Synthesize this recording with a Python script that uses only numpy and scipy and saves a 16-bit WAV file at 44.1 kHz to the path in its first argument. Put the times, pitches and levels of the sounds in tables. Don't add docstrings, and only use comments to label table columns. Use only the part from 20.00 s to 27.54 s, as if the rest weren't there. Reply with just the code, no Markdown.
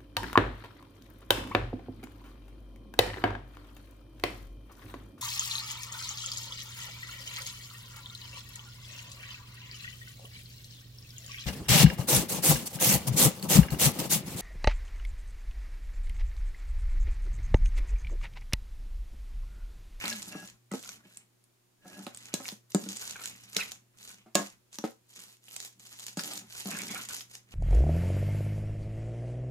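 import sys
import numpy as np
from scipy import signal
from scipy.fft import rfft, irfft, next_fast_len
from scipy.io import wavfile
from scipy.ndimage import uniform_filter1d

SR = 44100
rng = np.random.default_rng(int(sys.argv[2]) if len(sys.argv) > 2 else 0)


def ratio_of_db(decibels):
    return 10 ** (np.asarray(decibels, float) / 20)


def wrap_up_sound(samples):
    columns = np.atleast_2d(samples).T
    tamed = np.clip(columns, -1, 1)
    steps = np.round(tamed * 32767).astype(np.int16)
    wavfile.write(sys.argv[1], SR, steps)


N = 332514

# (frequency [Hz], level [dB per Hz])
CRACKLE_SPECTRUM = [(2000, -12), (3500, -1.5), (5200, -4), (6500, 6), (7800, -4.5), (9500, -3),
                    (12000, -6.5), (15500, -14)]
# (multiple of the lowest mode [1], level [dB])
TABLE_MODES = [(1, 9), (1.37, 2.5), (1.75, 3), (2.1, -9), (2.6, -11)]
# (frequency [Hz], level [dB])
UPPER_MODES = [(570, 0), (780, 6.5), (1050, -2), (1300, 1)]


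def in_time(rows):
    s, *columns = np.transpose(rows)
    return [np.interp(np.arange(N) / SR, s, c) for c in columns]


def at_hz(points, hz):
    points = np.array(points)
    return np.interp(np.log(hz), np.log(points[:, 0]), points[:, 1])


def rms_one(x):
    return x / np.sqrt(np.mean(x ** 2) + 1e-20)


def drift(rate):
    r = np.exp(-80 * np.pi * rate / SR)
    slow = signal.lfilter([1], [1, -2 * r, r * r], rng.standard_normal(N // 40 + 2002))[2000:]
    return np.interp(np.arange(N) / 40, np.arange(len(slow)), rms_one(slow))


def ring(clicks, hz, t60):
    r, w = ratio_of_db(-60 / (t60 * SR)), 2 * np.pi * hz / SR
    return signal.lfilter([0, np.sin(w)], [1, -2 * r * np.cos(w), r * r], clicks + 1e-18)


def colour(x, spectrum):
    size = next_fast_len(N)
    hz = np.maximum(np.arange(size // 2 + 1) * SR / size, 1)
    return irfft(rfft(x, size) * ratio_of_db(at_hz(spectrum, hz)), size)[..., :N]


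def add(out, sound, s):
    i = round(s * SR)
    out[..., i:i + sound.shape[-1]] += sound[..., :N - i]


def strokes(rows):
    blow_db_per_s, ease_in_db_per_s, release_db_per_s = 2499, 451, 330.5
    t = np.arange(N) / SR
    level_db, loudest = np.full(N, -110.), np.zeros(N, int)
    for k, (s, length, db, growth_db, *_) in enumerate(rows):
        attack = blow_db_per_s if growth_db < 0 else ease_in_db_per_s
        now_db = db + growth_db * np.clip((t - s) / length, 0, 1)
        now_db = now_db - attack * np.maximum(s - t, 0)
        now_db = now_db - release_db_per_s * np.maximum(t - s - length, 0)
        loudest[now_db > level_db] = k
        level_db = np.maximum(level_db, now_db)
    return level_db, np.array(rows)[loudest, -1]


def grains(spectrum, low_hz, high_hz, per_s, spread_db, cycles, wet, patchy_db, count=16):
    sizes = ratio_of_db(spread_db * np.minimum(rng.exponential(1, (2, N)), 4)) * rng.choice([-1, 1], (2, N))
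    born = rng.random((2, N)) < per_s * ratio_of_db(5.0 * drift(40)) / SR
    dealt, rustle, out = rng.integers(0, count, N), rng.standard_normal((2, N)), 0
    for k, hz in enumerate(np.geomspace(low_hz, high_hz, count)):
        near = np.abs(dealt - k) <= 1
        burst = rms_one(sizes * born * near) + wet * rustle
        burst = burst * ratio_of_db(patchy_db * drift(22))
        gain = (-1) ** k * ratio_of_db(at_hz(spectrum, hz)) * np.sqrt(hz)
        out = out + gain * rms_one(ring(burst, hz, cycles / hz))
    shared, apart = out
    late = np.roll(shared, round(.00015 * SR))
    return rms_one(np.array([shared + 0.468 * apart, late - 0.5 * apart]))


def squeezes(crackle_db):
    # (crest time [s], squelch level [dB], time to die by 20 dB [s])
    hollows = [(0.0, -23.5, 0.1), (0.078, -33, .13), (0.332, -43.5, 0.13), (0.72, -46, -0.24),
               (0.9, -53, 0.23), (1.184, -63, -0.3), (1.914, -48, 0.1), (2.066, -56, 0), (2.3, -63, .3),
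               (2.369, -49, -0.5), (2.74, -57, .09), (3.03, -50.5, 1), (3.155, -46, 0), (3.56, -40, 0.06),
               (3.58, -41.5, 0.24), (4.102, -57, 0.7), (4.362, -47, 0.22), (4.854, -53, 0.05),
               (5.194, -54.5, 0.14), (5.528, -51, 0), (5.923, -46.5, 0.05), (6.176, -43, 0),
               (6.57, -54, -0.65), (6.722, -41, 0.44), (6.988, -40.5, -0.5), (7.112, -45.5, -0.4),
               (7.33, -64, -1), (7.54, -56, -0.24)]
    rise_share = 0.31
    t, level_db = np.arange(N) / SR, crackle_db - 21
    for s, db, dying in hollows:
        away = np.maximum((t - s) / dying, (s - t) / (rise_share * dying))
        level_db = np.maximum(level_db, db - 20 * away)
    return np.minimum(level_db, crackle_db + 11.5)


def all_smacks(crackle_db):
    # (time [s], peak level [dB], pitch [Hz])
    large = [(0.0555, -24, 4395), (0.1276, -26.5, 4370), (0.716, -33.5, 7820), (0.837, -39.5, 3460),
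             (0.8908, -29, 6200), (1.1717, -33.5, 8600), (2.0663, -32, 3820), (2.147, -32.5, 7800),
             (2.173, -33, 8250), (2.3414, -25, 4470), (2.3401, -15.5, 7930), (2.4555, -32.5, 2540),
             (2.4875, -24.5, 5440), (2.747, -16.5, 7800), (2.9695, -26.5, 7700), (3.5667, -12.5, 6630),
             (3.5649, -19.5, 4060), (4.3535, -9, 7070), (5.4823, -40.5, 3150), (5.5635, -27.5, 7950),
             (6.1943, -21, 5140), (6.3355, -29, 8200), (6.7128, -25, 7740), (6.788, -28.5, 8300),
             (1.44, -54, 8950), (7.0878, -29.5, 8000), (7.208, -32.5, 5130), (7.3523, -27.5, 6370)]
    # (time [s], peak level [dB])
    strands = [(0.1014, -22), (0.2275, -31), (0.475, -36.5), (0.8468, -32.5), (2.256, -33), (2.332, -37),
               (2.7202, -39), (2.8883, -26.5), (2.9538, -42), (3.0131, -31), (3.1088, -28.5),
               (3.238, -29.5), (3.257, -23), (3.7183, -29.5), (4.347, -29), (4.7294, -38), (4.7553, -39),
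               (4.786, -25.5), (5.1384, -43.5), (5.6021, -25.5), (5.7962, -44.5), (5.8698, -39.5),
               (6.0025, -35), (6.0664, -29), (6.1726, -29.5), (6.2359, -28), (6.357, -31), (6.3762, -25),
               (6.5248, -34.5), (6.98, -42)]
    snap_hz, pitch_spread = 6730, 0.037
    stray_gap_s, stray_over_db = .035, 9.5
    luck = rng.standard_normal((300, 3))
    stray_s = stray_gap_s * (np.arange(300) + .5 + .2 * np.clip(luck[:, 0], -2, 2))
    stray_s = stray_s[stray_s < N / SR]
    stray_db = crackle_db[(stray_s * SR).astype(int)] + stray_over_db
    stray_db = stray_db + 5 * np.clip(luck[:len(stray_s), 1], -2, 1)
    snaps = strands + list(zip(stray_s, stray_db))
    return large + [(s, db, snap_hz * (1 + pitch_spread * v)) for (s, db), v in zip(snaps, luck[:, 2])]


def smacks(rows):
    out, t = np.zeros((2, N)), np.arange(600) / SR
    draws = rng.standard_normal((len(rows), 2, 600))
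    for (s, level_db, hz), noise in zip(rows, draws):
        spit = (noise[0] + 0.65 * noise[1] * [[1], [-1]]) * np.exp(-t / 0.0017)
        broad = 0.23 + 0.26 * ratio_of_db(level_db + 8.5)
        pitched = rms_one(ring(spit, hz, 13.9 / hz))
        crack = rms_one(signal.lfilter([1, 0, -1], [1, -.8, .3], spit))
        sound = 0.57 * pitched + broad * crack
        add(out, ratio_of_db(level_db) * sound / np.abs(sound.mean(axis=0)).max(), s)
    return out


def gulps():
    # (time [s], peak level [dB], pitch [Hz], length [s])
    pockets = [(0.079, -25.5, 2220, 0.0044), (0.712, -31.5, 1280, 0.016), (0.852, -40, 1380, 0.004),
               (0.888, -33.5, 1440, 0.0037), (2.452, -32, 2340, 0.0058), (3.019, -41, 1540, 0.024),
               (3.156, -30, 1480, 0.0079), (3.187, -40, 1420, 0.0099), (3.193, -35, 1490, 0.0035),
               (3.208, -35, 1370, 0.0063), (3.241, -37, 1500, 0.0099), (3.585, -24, 1420, 0.0065),
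               (3.594, -24.5, 2680, 0.012), (3.606, -21, 2480, 0.014), (3.623, -27.5, 2050, 0.0099),
               (4.097, -44, 1520, 0.012), (6.189, -24.5, 1590, 0.0068), (6.306, -33.5, 777, 0.022),
               (6.68, -33, 710, 0.014), (6.714, -28.5, 1650, 0.018), (6.747, -28.5, 1660, 0.012),
               (6.787, -31.5, 2280, 0.035), (6.888, -34, 2214, 0.051), (6.937, -33, 775, 0.0089),
               (6.954, -25.5, 1486, 0.0136), (6.988, -35.5, 1380, 0.019), (7.101, -32.5, 1486, 0.0073)]
    out, t = np.zeros((2, N)), np.arange(3000) / SR
    draws = rng.standard_normal((len(pockets), 2, 3000))
    for (s, level_db, hz, length), noise in zip(pockets, draws):
        rush = noise[0] + 0.28 * noise[1] * [[1], [-1]]
        rush = rush * (1 - np.exp(-t / 0.0011)) * np.exp(-t / length)
        sound = ring(rush, hz, 26.0 / hz) + 0.48 * ring(rush, 1.532 * hz, 20.0 / hz)
        add(out, ratio_of_db(level_db - 4.5) * sound / np.abs(sound).max(), s)
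    return out


def torn_meat(crackle_db, squelch_db):
    # (frequency [Hz], level [dB per Hz])
    squelch_spectrum = [(900, -15.5), (1400, 8), (1800, 1.5), (2300, 7.5), (2800, 9), (3400, -10.5)]
    # (frequency [Hz], level over the left [dB])
    right_tone = [(1000, -4.5), (2500, 3.5), (4500, 3), (6000, -6.5), (8000, 5.5), (11000, 4.5), (14000, 0)]
    crackle = grains(CRACKLE_SPECTRUM, 3000, 15350, 1800.0, 4.1, 7.4, 0.31, 2.48)
    squelch = grains(squelch_spectrum, 900, 3367, 1200.0, 4.1, 8.2, 1.0, 6.0)
    meat = ratio_of_db(crackle_db) * crackle + ratio_of_db(squelch_db - 5.5) * squelch
    meat = meat + smacks(all_smacks(crackle_db)) + gulps()
    meat[1] = colour(meat[1], right_tone)
    return meat


def glass():
    # (frequency [Hz], level [dB], t60 [s])
    bowl_modes = [(605, -36, .12), (1660, -37, .2), (2720, -42, .15), (2900, -42, .1), (5800, -44, .08),
                  (4270, -38, .07), (6560, -36, .09), (6720, -34, .12), (6900, -37, .09), (7680, -34, .06)]
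    # (time [s], peak level [dB], splash level [dB], splash t60 [s], ringing [dB])
    slaps = [
        (2.3392, -16, -22.5, 0.11, 0),
        (2.7492, -20, -35, 0.115, 4),
        (3.5643, -10, -31, 0.184, -3),
        (4.353, -6, -34, 0.25, 8.5),
        (6.1712, -17, -35.5, 0.29, 2.5),
    ]
    # (start [s], length [s], ring level [dB], growth [dB], higher ring over it [dB])
    rubs = [
        (0.12, 0.046, -43.5, -28, -8),
        (0.32, 0.12, -52.5, -7, -1.5),
        (1.04, 0.15, -73, -8.5, -11),
        (1.85, 0.13, -62, 4, -15),
    ]
    taps, out = np.array(slaps), np.zeros((2, N))
    for hz, level_db, t60 in bowl_modes:
        clicks = np.zeros(N)
        luck_db = rng.normal(0, 2.5, len(taps))
        clicks[(taps[:, 0] * SR).astype(int)] = ratio_of_db(taps[:, 1] + taps[:, 4] + level_db + luck_db)
        out += ring(clicks, hz, t60) * ratio_of_db(rng.normal(0, 2, (2, 1)))
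    splash, t = np.zeros(N), np.arange(SR // 2) / SR
    for s, level_db, splash_db, t60, _ in slaps:
        add(splash, ratio_of_db(level_db + splash_db - 60 * t / t60), s)
    out += splash * rms_one(colour(rng.standard_normal((2, N)), CRACKLE_SPECTRUM))
    rub_db, over_db = strokes(rubs)
    high_db = rub_db + over_db
    levels = [rub_db - 6, rub_db, high_db, high_db - 13.5, rub_db + over_db / 2 - 5.5]
    for (hz, _, t60), level_db in zip(bowl_modes[:5], levels):
        out += ratio_of_db(level_db) * rms_one(ring(rng.standard_normal(N), hz, 1.3 * t60))
    return out


def knocks():
    # (time [s], peak level [dB], upper wood [dB], t60 [s], lowest mode [Hz])
    hits = [(0.04, -31.5, -3, 0.1, 174), (0.352, -28, -10, 0.08, 197), (0.717, -25, -15, 0.084, 194.5),
            (0.738, -22, -8.5, 0.1, 266), (1.054, -46, -7, 0.11, 196), (1.855, -41.5, -2, 0.38, 190.7),
            (2.068, -25, 4, 0.062, 239), (2.339, -19.5, -27, 0.033, 204), (2.402, -30.5, -1, 0.12, 249.4),
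            (2.523, -34, -11.5, 0.056, 203), (2.747, -9, -12.5, 0.068, 208.6),
            (2.863, -32, -19.5, 0.24, 185.3), (3.564, -27, -28.5, 0.0834, 208.3),
            (4.261, -45.5, 2.5, 0.22, 223), (4.353, -13, 4, 0.14, 220.1), (4.39, -20, -1.5, 0.16, 198.3),
            (4.786, -31, -5, 0.089, 217), (4.84, -15, -6, 0.0896, 238), (5.178, -51.5, -23, 0.14, 186),
            (6.172, -21.5, -9.5, 0.056, 188), (6.656, -28.5, -9, 0.087, 208), (6.83, -35, -2, 0.097, 243)]
    out, push, t = np.zeros(N), np.zeros(9000), np.arange(9000) / SR
    push[:20] = np.hanning(20) / 10
    draws = rng.standard_normal((len(hits), 2, len(TABLE_MODES) + len(UPPER_MODES)))
    puff_band = signal.butter(1, [300, 1200], "band", fs=SR, output="sos")
    puffs = signal.sosfilt(puff_band, rng.standard_normal((len(hits), 9000)))
    for (s, level_db, upper_db, t60, low_hz), (luck, shift), puff in zip(hits, draws, puffs):
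        luck_db, detune = 3 * luck, .06 * shift
        modes = [(k * low_hz, db) for k, db in TABLE_MODES]
        modes = modes + [(hz, db + upper_db) for hz, db in UPPER_MODES]
        sound = sum(ratio_of_db(db + u) * ring(push, hz * (1 + v), t60 * (250 / hz) ** 0.7)
                    for (hz, db), u, v in zip(modes, luck_db, detune))
        sound = sound + puff * ratio_of_db(upper_db + 8.5 - 60 * t / (1.3 * t60))
        add(out, ratio_of_db(level_db) * sound / np.abs(sound).max(), s)
    return out


def drag(stir_db):
    # (start [s], length [s], low level [dB], growth [dB], upper over low [dB])
    drags = [
        (0.1, 0.33, -63, 16.5, -9),
        (0.78, .07, -52, -20, -26),
        (0.85, 0.21, -65, -2, -10.5),
        (1.85, .15, -61.5, 17, -6),
        (2.8, 0.099, -41, -0.5, -19),
        (3.1, 0.26, -81, 13, -17),
        (5.8, .05, -66, 1, -16),
        (6.2, 0.24, -46, -14.5, -6.5),
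        (6.66, 0.31, -43, -7.5, -8.5),
    ]
    # (time [s], level [dB], pitch [Hz])
    moan_curve = [
        (0.056, -120, 211),
        (0.06, -64, 211),
        (0.122, -57, 231.9),
        (0.184, -57.5, 201.5),
        (0.2, -72.5, 202),
        (0.206, -120, 200.6),
    ]
    low_db, over_db = strokes(drags)
    upper_db = low_db + over_db
    slips = rng.standard_normal(N) * (rng.random(N) < 600.0 / SR) * ratio_of_db(2.0 * drift(30))
    low = ring(slips, 195, .12) + .7 * ring(slips, 225, .08) + .3 * ring(slips, 270, .05)
    table_hz = 211
    upper = sum(ratio_of_db(db) * ring(slips, k * table_hz, 0.12) for k, db in TABLE_MODES[1:])
    upper = upper + ratio_of_db(3) * sum(ratio_of_db(db) * ring(slips, hz, 0.017) for hz, db in UPPER_MODES)
    moan_db, moan_hz = in_time(moan_curve)
    moan = ratio_of_db(moan_db + 13.5) * np.sin(2 * np.pi * np.cumsum(moan_hz) / SR)
    low_gain = ratio_of_db(low_db - 3.5) + ratio_of_db(-69.5 + .5 * (stir_db + 59.5))
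    return low_gain * rms_one(low) + ratio_of_db(upper_db) * rms_one(upper) + moan


def arm_rumble(squelch_db, wood):
    air_spectrum = [(15, -1.0), (30, -1.5), (100, 6.0), (140, -4.5), (300, -27.0)]      # (Hz, dB per Hz)
    air = rms_one(colour(rng.standard_normal((2, N)), air_spectrum))
    stir_db = uniform_filter1d(squelch_db, size=1500)
    air = air * ratio_of_db(-75.0 + .5 * (stir_db + 57.5) + 5.1 * drift(11))
    jolts = signal.sosfilt(signal.butter(2, 70, fs=SR, output="sos"), wood)
    return air + ratio_of_db(-25) * jolts * [[1], [-.6]]


def kitchen(x):
    t60, wall_cut_hz = 0.21, 15200
    t = np.arange(SR // 2) / SR
    echoes = rng.standard_normal((2, len(t))) * ratio_of_db(-60 * t / t60) * (t > .002)
    echoes = signal.sosfilt(signal.butter(1, wall_cut_hz, fs=SR, output="sos"), echoes)
    echoes = echoes / np.sqrt(np.sum(echoes ** 2, axis=1, keepdims=True))
    return signal.fftconvolve(x[None], echoes, axes=1)[:, :N]


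def appliance():
    # (time [s], level [dB])
    hum_curve = [
        (0.0, -63.5),
        (1.87, -77.5),
        (2.06, -67.5),
        (3.32, -67),
        (4.83, -76),
        (6.95, -63.5),
        (7.54, -70),
    ]
    # (frequency [Hz], level [dB])
    whines = [(239.8, -87.5), (359.7, -81), (6995, -86.5), (9345, -93)]
    # (frequency [Hz], level [dB per Hz])
    hiss_spectrum = [(20, -0.5), (60, -5.5), (150, 1.5), (300, 3.5), (700, -3), (2000, -7), (7000, -8.5),
                     (16000, -11.5)]
    t, (hum_db,) = np.arange(N) / SR, in_time(hum_curve)
    hum = np.sqrt(2) * ratio_of_db(hum_db + .8 * drift(6)) * np.sin(2 * np.pi * 119.8 * t)
    lines = sum(ratio_of_db(db) * np.sin(2 * np.pi * hz * t + 0.93 * drift(13)) for hz, db in whines)
    hiss = ratio_of_db(-71) * rms_one(colour(rng.standard_normal((2, N)), hiss_spectrum))
    return hum + lines + hiss


def scene():
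    # (start [s], length [s], crackle level at the start [dB], growth [dB])
    fork_strokes = [(0.0, 0.1, -50.5, 10), (0.08, 0.41, -44, -12), (0.72, 0.12, -43.5, -19.5),
                    (0.78, 0.15, -55.5, 7.5), (1.05, 0.12, -69.5, 9), (1.87, 0.181, -59.5, 2.5),
                    (2.066, .055, -52.5, -15), (2.14, 0.14, -60.5, 5.5), (2.36, 0.14, -53.5, 8.5),
                    (2.704, 0.079, -53.5, -4), (2.8, .32, -48, 3.5), (3.155, .126, -53, 10),
                    (3.31, 0.13, -59.5, 1.5), (3.49, 0.059, -61.5, 18.5), (3.572, 0.17, -38.5, -20),
                    (3.99, 0.1334, -59, 8.5), (4.1, 0.08, -52, -15), (4.362, 0.13, -42.5, -12),
                    (4.722, .19, -53.5, -7.5), (5.1, 0.0898, -62.5, 12), (5.2, 0.15, -52, -9),
                    (5.46, 0.1995, -57, 12), (5.8, 0.29, -62, 17.5), (6.176, 0.1964, -41.5, -1.5),
                    (6.47, 0.083, -62.5, 17), (6.57, 0.46, -44, 0.5), (7.09, 0.11, -45.5, 0),
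                    (7.3, 0.069, -56.5, -1.5), (7.5, .04, -68, 12)]
    crackle_db = strokes(fork_strokes)[0]
    squelch_db = squeezes(crackle_db)
    bowl = torn_meat(crackle_db, squelch_db) + glass()
    wood = knocks() + drag(squelch_db)
    upper_wood = signal.sosfilt(signal.butter(2, 400, "high", fs=SR, output="sos"), wood)
    close = bowl + wood + ratio_of_db(-7) * kitchen(bowl[0]) + ratio_of_db(-4.5) * kitchen(upper_wood)
    close = signal.sosfilt(signal.butter(6, 170.4, "high", fs=SR, output="sos"), close)
    return close + arm_rumble(squelch_db, wood) + appliance()


def band_limit(x):
    return signal.sosfilt(signal.butter(12, 16960, fs=SR, output="sos"), x)


def record(dry):
    top_hz = 15900
    cut = signal.sosfilt(signal.cheby2(10, 50, 1.04 * top_hz, fs=SR, output="sos"), dry)
    return band_limit(cut)


dry = scene()
out = record(dry)
wrap_up_sound(out)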